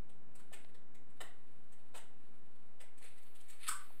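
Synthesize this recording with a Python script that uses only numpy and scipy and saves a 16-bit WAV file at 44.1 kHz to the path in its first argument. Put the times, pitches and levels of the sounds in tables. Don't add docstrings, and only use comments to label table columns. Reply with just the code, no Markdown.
import sys
import numpy as np
from scipy import signal
from scipy.fft import rfft, irfft, next_fast_len
from scipy.io import wavfile
from scipy.ndimage import map_coordinates

SR = 44100
rng = np.random.default_rng(int(sys.argv[2]) if len(sys.argv) > 2 else 0)


def generate_wav(sig):
    pcm = np.round(np.clip(np.atleast_2d(sig).T, -1, 1) * 32767).astype(np.int16)
    wavfile.write(sys.argv[1], SR, pcm)


N = 176400
HIT_SAMPLES = 32768
HIT_TIME_S = np.arange(HIT_SAMPLES) / SR

# start_s, knock_db, clack_db, ring_db, clack_pitch_hz, contact_t60_s
CLICK_CUES = [(.094, -75.5, -76, -74.5, 2870, 0.0051), (.351, -72.5, -73.5, -66.5, 2140, 0.024),
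              (.394, -70, -77, -72.5, 1800, 0.017), (.526, -67.5, -61, -62, 2840, .03),
              (.533, -63.5, -61, -61, 2400, 0.054), (.744, -73, -71.5, -77, 3360, .025),
              (.946, -86, -71, -72.5, 2370, 0.02), (1.1, -97, -109, -82, 2315, .015),
              (1.2045, -54.5, -55.5, -62, 3135, .012), (1.209, -57.5, -56, -57.5, 1930, 0.021),
              (1.72, -80, -76, -71, 2800, .05), (1.9415, -61, -64, -69, 1630, .03),
              (1.9465, -57, -62, -65, 2600, .04), (1.956, -67, -64, -60.5, 2900, .04),
              (1.972, -69, -61, -60, 2900, .03), (2.802, -70.5, -63, -70, 2225, 0.018),
              (2.806, -69, -67.5, -64, 2190, 0.065), (2.978, -82, -76, -67.5, 2490, 0.018),
              (3.018, -76, -71, -70, 2240, 0.021), (3.04, -68.5, -66.5, -65.5, 2050, 0.022),
              (3.078, -90, -78, -73, 2400, .025), (3.176, -87, -72.5, -73.5, 2210, .03),
              (3.228, -92, -87, -75.5, 2480, 0.015), (3.349, -88, -80, -71, 2500, .03),
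              (3.405, -78, -80, -69, 3040, 0.025), (3.481, -90, -74, -69, 2256, 0.028),
              (3.4966, -83, -70, -60, 2800, 0.04)]
# frequency_hz, level_db
KNOCK_COLOUR = [(120, -33), (250, -4), (400, -0.5), (680, 5.5), (900, 1), (1200, -2), (1600, -1),
                (2500, -43)]
CLACK_COLOUR = [(900, -40), (1500, -9), (2000, 8), (2600, -8), (3100, -7), (4000, -4.5), (5500, -18),
                (7000, -28.5), (10000, -50)]
RING_COLOUR = [(4000, -12.5), (6300, -11.5), (7400, -1.5), (8300, 5), (9200, -4.5), (10500, -5.5),
               (12000, -14.5), (14000, -7.5), (15500, -35)]
# start_s, crack_db, splash_db, pop_db, pop_pitch_hz
SNAP_CUES = [(3.6822, -42, -40, -51.5, 1500), (3.686, -43, -45, -45, 1280), (3.6888, -48.5, -46, -57, 1410),
             (3.711, -62, -64, -49, 1149)]
# frequency_hz, level_db
CRACK_COLOUR = [(300, -43), (600, -28), (850, -14), (1020, -9), (1200, -10), (1480, 6), (1850, -18),
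                (2170, -5), (2480, -20), (2900, -8), (4200, -21), (5500, -21), (7000, -21), (7700, -21),
                (8700, -0.5), (9600, -9), (12000, -22), (15500, -37)]
# pitch_hz, level_db, t60_s
CLASP_MODES = [(1190, 20, 0.16), (1550, -4, 0.08), (2270, -6, 0.13), (2990, -1, 0.055), (7300, 5, 0.091),
               (7815, 3, 0.084), (7800, 2, 0.08), (7800, 2, 0.14), (8400, -10, 0.14), (9070, 13.5, 0.12)]
# time_s, level_db
SCRAPE_ENVELOPE = [(0, -88), (.32, -96), (.38, -75.5), (.46, -86.5), (.54, -76.5), (.76, -85), (.86, -139),
                   (1.1, -84.5), (2.7, -85.5), (2.94, -90.5), (3.03, -69.5), (3.12, -72.5), (3.3, -80),
                   (3.39, -72.5), (3.46, -75.5), (3.52, -67.5), (3.57, -77.5), (3.61, -63.5), (3.65, -58),
                   (3.68, -49.5), (3.7, -79), (3.88, -74), (4, -80)]
# frequency_hz, level_db
SCRAPE_COLOUR = [(400, -24.5), (1200, 0), (2200, 7), (3200, 4), (4300, 3.5), (5800, -17.5), (7200, -8),
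                 (8500, 2.5), (10000, 3.5), (12000, -7.5), (14000, -20), (15500, -38.5)]
# time_s, level_db
SIZZLE_ENVELOPE = [(0, -93), (3.08, -93), (3.22, -78), (3.6, -80), (3.85, -73.5), (4, -74)]
# frequency_hz, level_db
SIZZLE_TONE = [(5000, -24), (9000, -1), (12000, 2), (14500, 6), (16000, -23)]
# start_s, level_db, pitch_hz
TICK_CUES = [(.518, -57, 744), (.647, -63, 2700), (0.648, -62, 850), (1.2135, -48, 697), (2.838, -62, 600),
             (3.013, -65, 700), (3.504, -61.5, 11700), (3.6895, -50, 11600), (3.904, -60, 660)]
# delay_s, gain
EARLY_ECHOES = [(.0016, 0.79), (.0039, 0.99), (.0056, 1), (.0079, 1), (0.01, 0.99), (.0195, 0.34),
                (.033, 0.23)]
# frequency_hz, t60_s
ROOM_DECAY = [(200, .34), (1200, .39), (2000, .45), (3300, .38), (8000, .3), (15000, .24)]
# time_s, level_db
RUMBLE_ENVELOPE = [(0, -67.5), (1, -70), (2.3, -71), (3.2, -76), (4, -73)]
# frequency_hz, level_db
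RUMBLE_COLOUR = [(25, -8), (60, -11.5), (90, -3), (120, -2), (160, -3.5), (220, -0.5), (350, -8.5),
                 (700, -20.5), (2000, -70.5)]
HISS_COLOUR = [(100, -4), (400, 1.5), (800, -.5), (1300, -4), (2200, -9), (4000, -21), (5500, -36),
               (8500, -32), (15500, -36)]


def clasp_clicks():
    out = np.zeros(N)
    knock, clack, ring = struck(KNOCK_COLOUR), struck(CLACK_COLOUR), struck(RING_COLOUR)
    for start_s, knock_db, clack_db, ring_db, pitch_hz, t60_s in CLICK_CUES:
        pitched_clack = unit_hit(clack) + unit_hit(resonance(pitch_hz, width=0.14))
        voices = [(knock_db, knock), (clack_db, pitched_clack), (ring_db, ring)]
        click = sum(amp(level_db) * contact(voice, t60_s) for level_db, voice in voices)
        add(out, start_s, bedroom(click))
    return out


def spring_snap():
    out = np.zeros(N)
    crack, bright = struck(CRACK_COLOUR), struck(RING_COLOUR)
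    contact_t60_s = 0.0058
    for start_s, crack_db, splash_db, pop_db, pop_hz in SNAP_CUES:
        ring = amp(-11) * metal_ring()
        grit = amp(-5.5) * contact(crack, contact_t60_s)
        body = amp(crack_db) * (unit_hit(crack) / 2 + grit + ring)
        splash = amp(splash_db) * contact(bright, contact_t60_s)
        pop = amp(pop_db) * finger_pop(pop_hz)
        add(out, start_s, bedroom(body + splash + pop))
    return out


def metal_ring():
    ring = np.zeros(HIT_SAMPLES)
    for pitch_hz, level_db, t60_s in CLASP_MODES:
        decay = amp(level_db + rng.normal(0, 2) - 60 * HIT_TIME_S / t60_s)
        detuned_hz = pitch_hz * rng.normal(1, 0.0121)
        ring += decay * np.sin(2 * np.pi * detuned_hz * HIT_TIME_S)
    return unit_hit(ring)


def finger_pop(pitch_hz):
    return unit_hit(resonance(pitch_hz, width=0.28, order=3))


def metal_scrape():
    slips_per_s, spread_db, stutter_db, room_send = 3000, 2.5, 3, 0.41
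    slips = (rng.random(N) < slips_per_s / SR) * rng.standard_normal(N)
    slips *= amp(spread_db * rng.standard_normal(N))
    slips *= amp(stutter_db * wobble(knots_per_s=70))
    texture = unit_rms(signal.fftconvolve(slips, struck(SCRAPE_COLOUR))[:N])
    scrape = texture * envelope(SCRAPE_ENVELOPE)
    placed = room_send * bedroom(scrape)[:N] + (1 - room_send) * scrape
    sizzle = noise(SIZZLE_TONE) * envelope(SIZZLE_ENVELOPE)
    return placed + sizzle


def dry_ticks():
    out = np.zeros(N)
    for start_s, level_db, pitch_hz in TICK_CUES:
        tick = contact(resonance(pitch_hz, width=1, order=3), t60_s=0.01)
        add(out, start_s, amp(level_db) * tick)
    return out


def bedroom(sound):
    tail_db, tail_rise_s = 3.5, 0.011
    hz, time_s, bands = signal.stft(rng.standard_normal(HIT_SAMPLES), SR, nperseg=256)
    decay = amp(-60 * time_s / along(ROOM_DECAY, hz)[:, None])
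    tail = signal.istft(bands * decay, SR, nperseg=256)[1][:HIT_SAMPLES]
    tail *= 1 - np.exp(-HIT_TIME_S / tail_rise_s)
    response = amp(tail_db) * tail / np.linalg.norm(tail)
    response[0] += 1
    for delay_s, gain in EARLY_ECHOES:
        response[round(delay_s * SR)] += gain
    return signal.fftconvolve(sound, response)


def room_tone():
    rumble = noise(RUMBLE_COLOUR) * envelope(RUMBLE_ENVELOPE)
    hiss = noise(HISS_COLOUR) * amp(-72)
    return rumble + hiss


def contact(body, t60_s):
    attack_s = 0.024 * t60_s
    burst = rng.standard_normal(HIT_SAMPLES) * amp(-60 * HIT_TIME_S / t60_s)
    attack = 1 - np.exp(-HIT_TIME_S / attack_s)
    return unit_hit(signal.fftconvolve(burst * attack, body)[:HIT_SAMPLES])


def struck(colour):
    hz = np.fft.rfftfreq(HIT_SAMPLES, 1 / SR)
    cepstrum = irfft(np.log(amp(along(colour, hz))))
    cepstrum[1:HIT_SAMPLES // 2] *= 2
    cepstrum[HIT_SAMPLES // 2 + 1:] = 0
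    return irfft(np.exp(rfft(cepstrum)))


def resonance(pitch_hz, width, order=1):
    hz = np.fft.rfftfreq(HIT_SAMPLES, 1 / SR)
    damping = 1j * hz * pitch_hz * width
    return irfft((damping / (pitch_hz ** 2 - hz ** 2 + damping)) ** order)


def noise(colour):
    white = rng.standard_normal(N + HIT_SAMPLES)
    return unit_rms(signal.fftconvolve(white, struck(colour))[HIT_SAMPLES:HIT_SAMPLES + N])


def wobble(knots_per_s):
    return map_coordinates(rng.standard_normal(N), [np.arange(N) * knots_per_s / SR])


def envelope(points):
    return amp(np.interp(np.arange(N) / SR, *np.transpose(points)))


def along(points, hz):
    point_hz, values = np.transpose(points)
    return np.interp(np.log(hz + 1), np.log(point_hz + 1), values)


def amp(db):
    return 10 ** (np.asarray(db) / 20)


def unit_rms(sound):
    return sound / np.sqrt(np.mean(sound ** 2) + 1e-30)


def unit_hit(hit):
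    return hit * np.sqrt(0.004 * SR / (np.sum(hit ** 2) + 1e-30))


def add(track, start_s, sound):
    start = max(0, round(start_s * SR))
    track[start:start + len(sound)] += sound[:max(0, N - start)]


def scene():
    return (clasp_clicks() + dry_ticks() + spring_snap() + metal_scrape() + room_tone())[None]


def record(dry):
    cutoff_hz, dc_offset = 15800, -0.0213
    size = next_fast_len(N + HIT_SAMPLES)
    passband = np.fft.rfftfreq(size, 1 / SR) < cutoff_hz
    return irfft(rfft(dry, size) * passband, size)[:, :N] + dc_offset


dry = scene()
out = record(dry)
generate_wav(out)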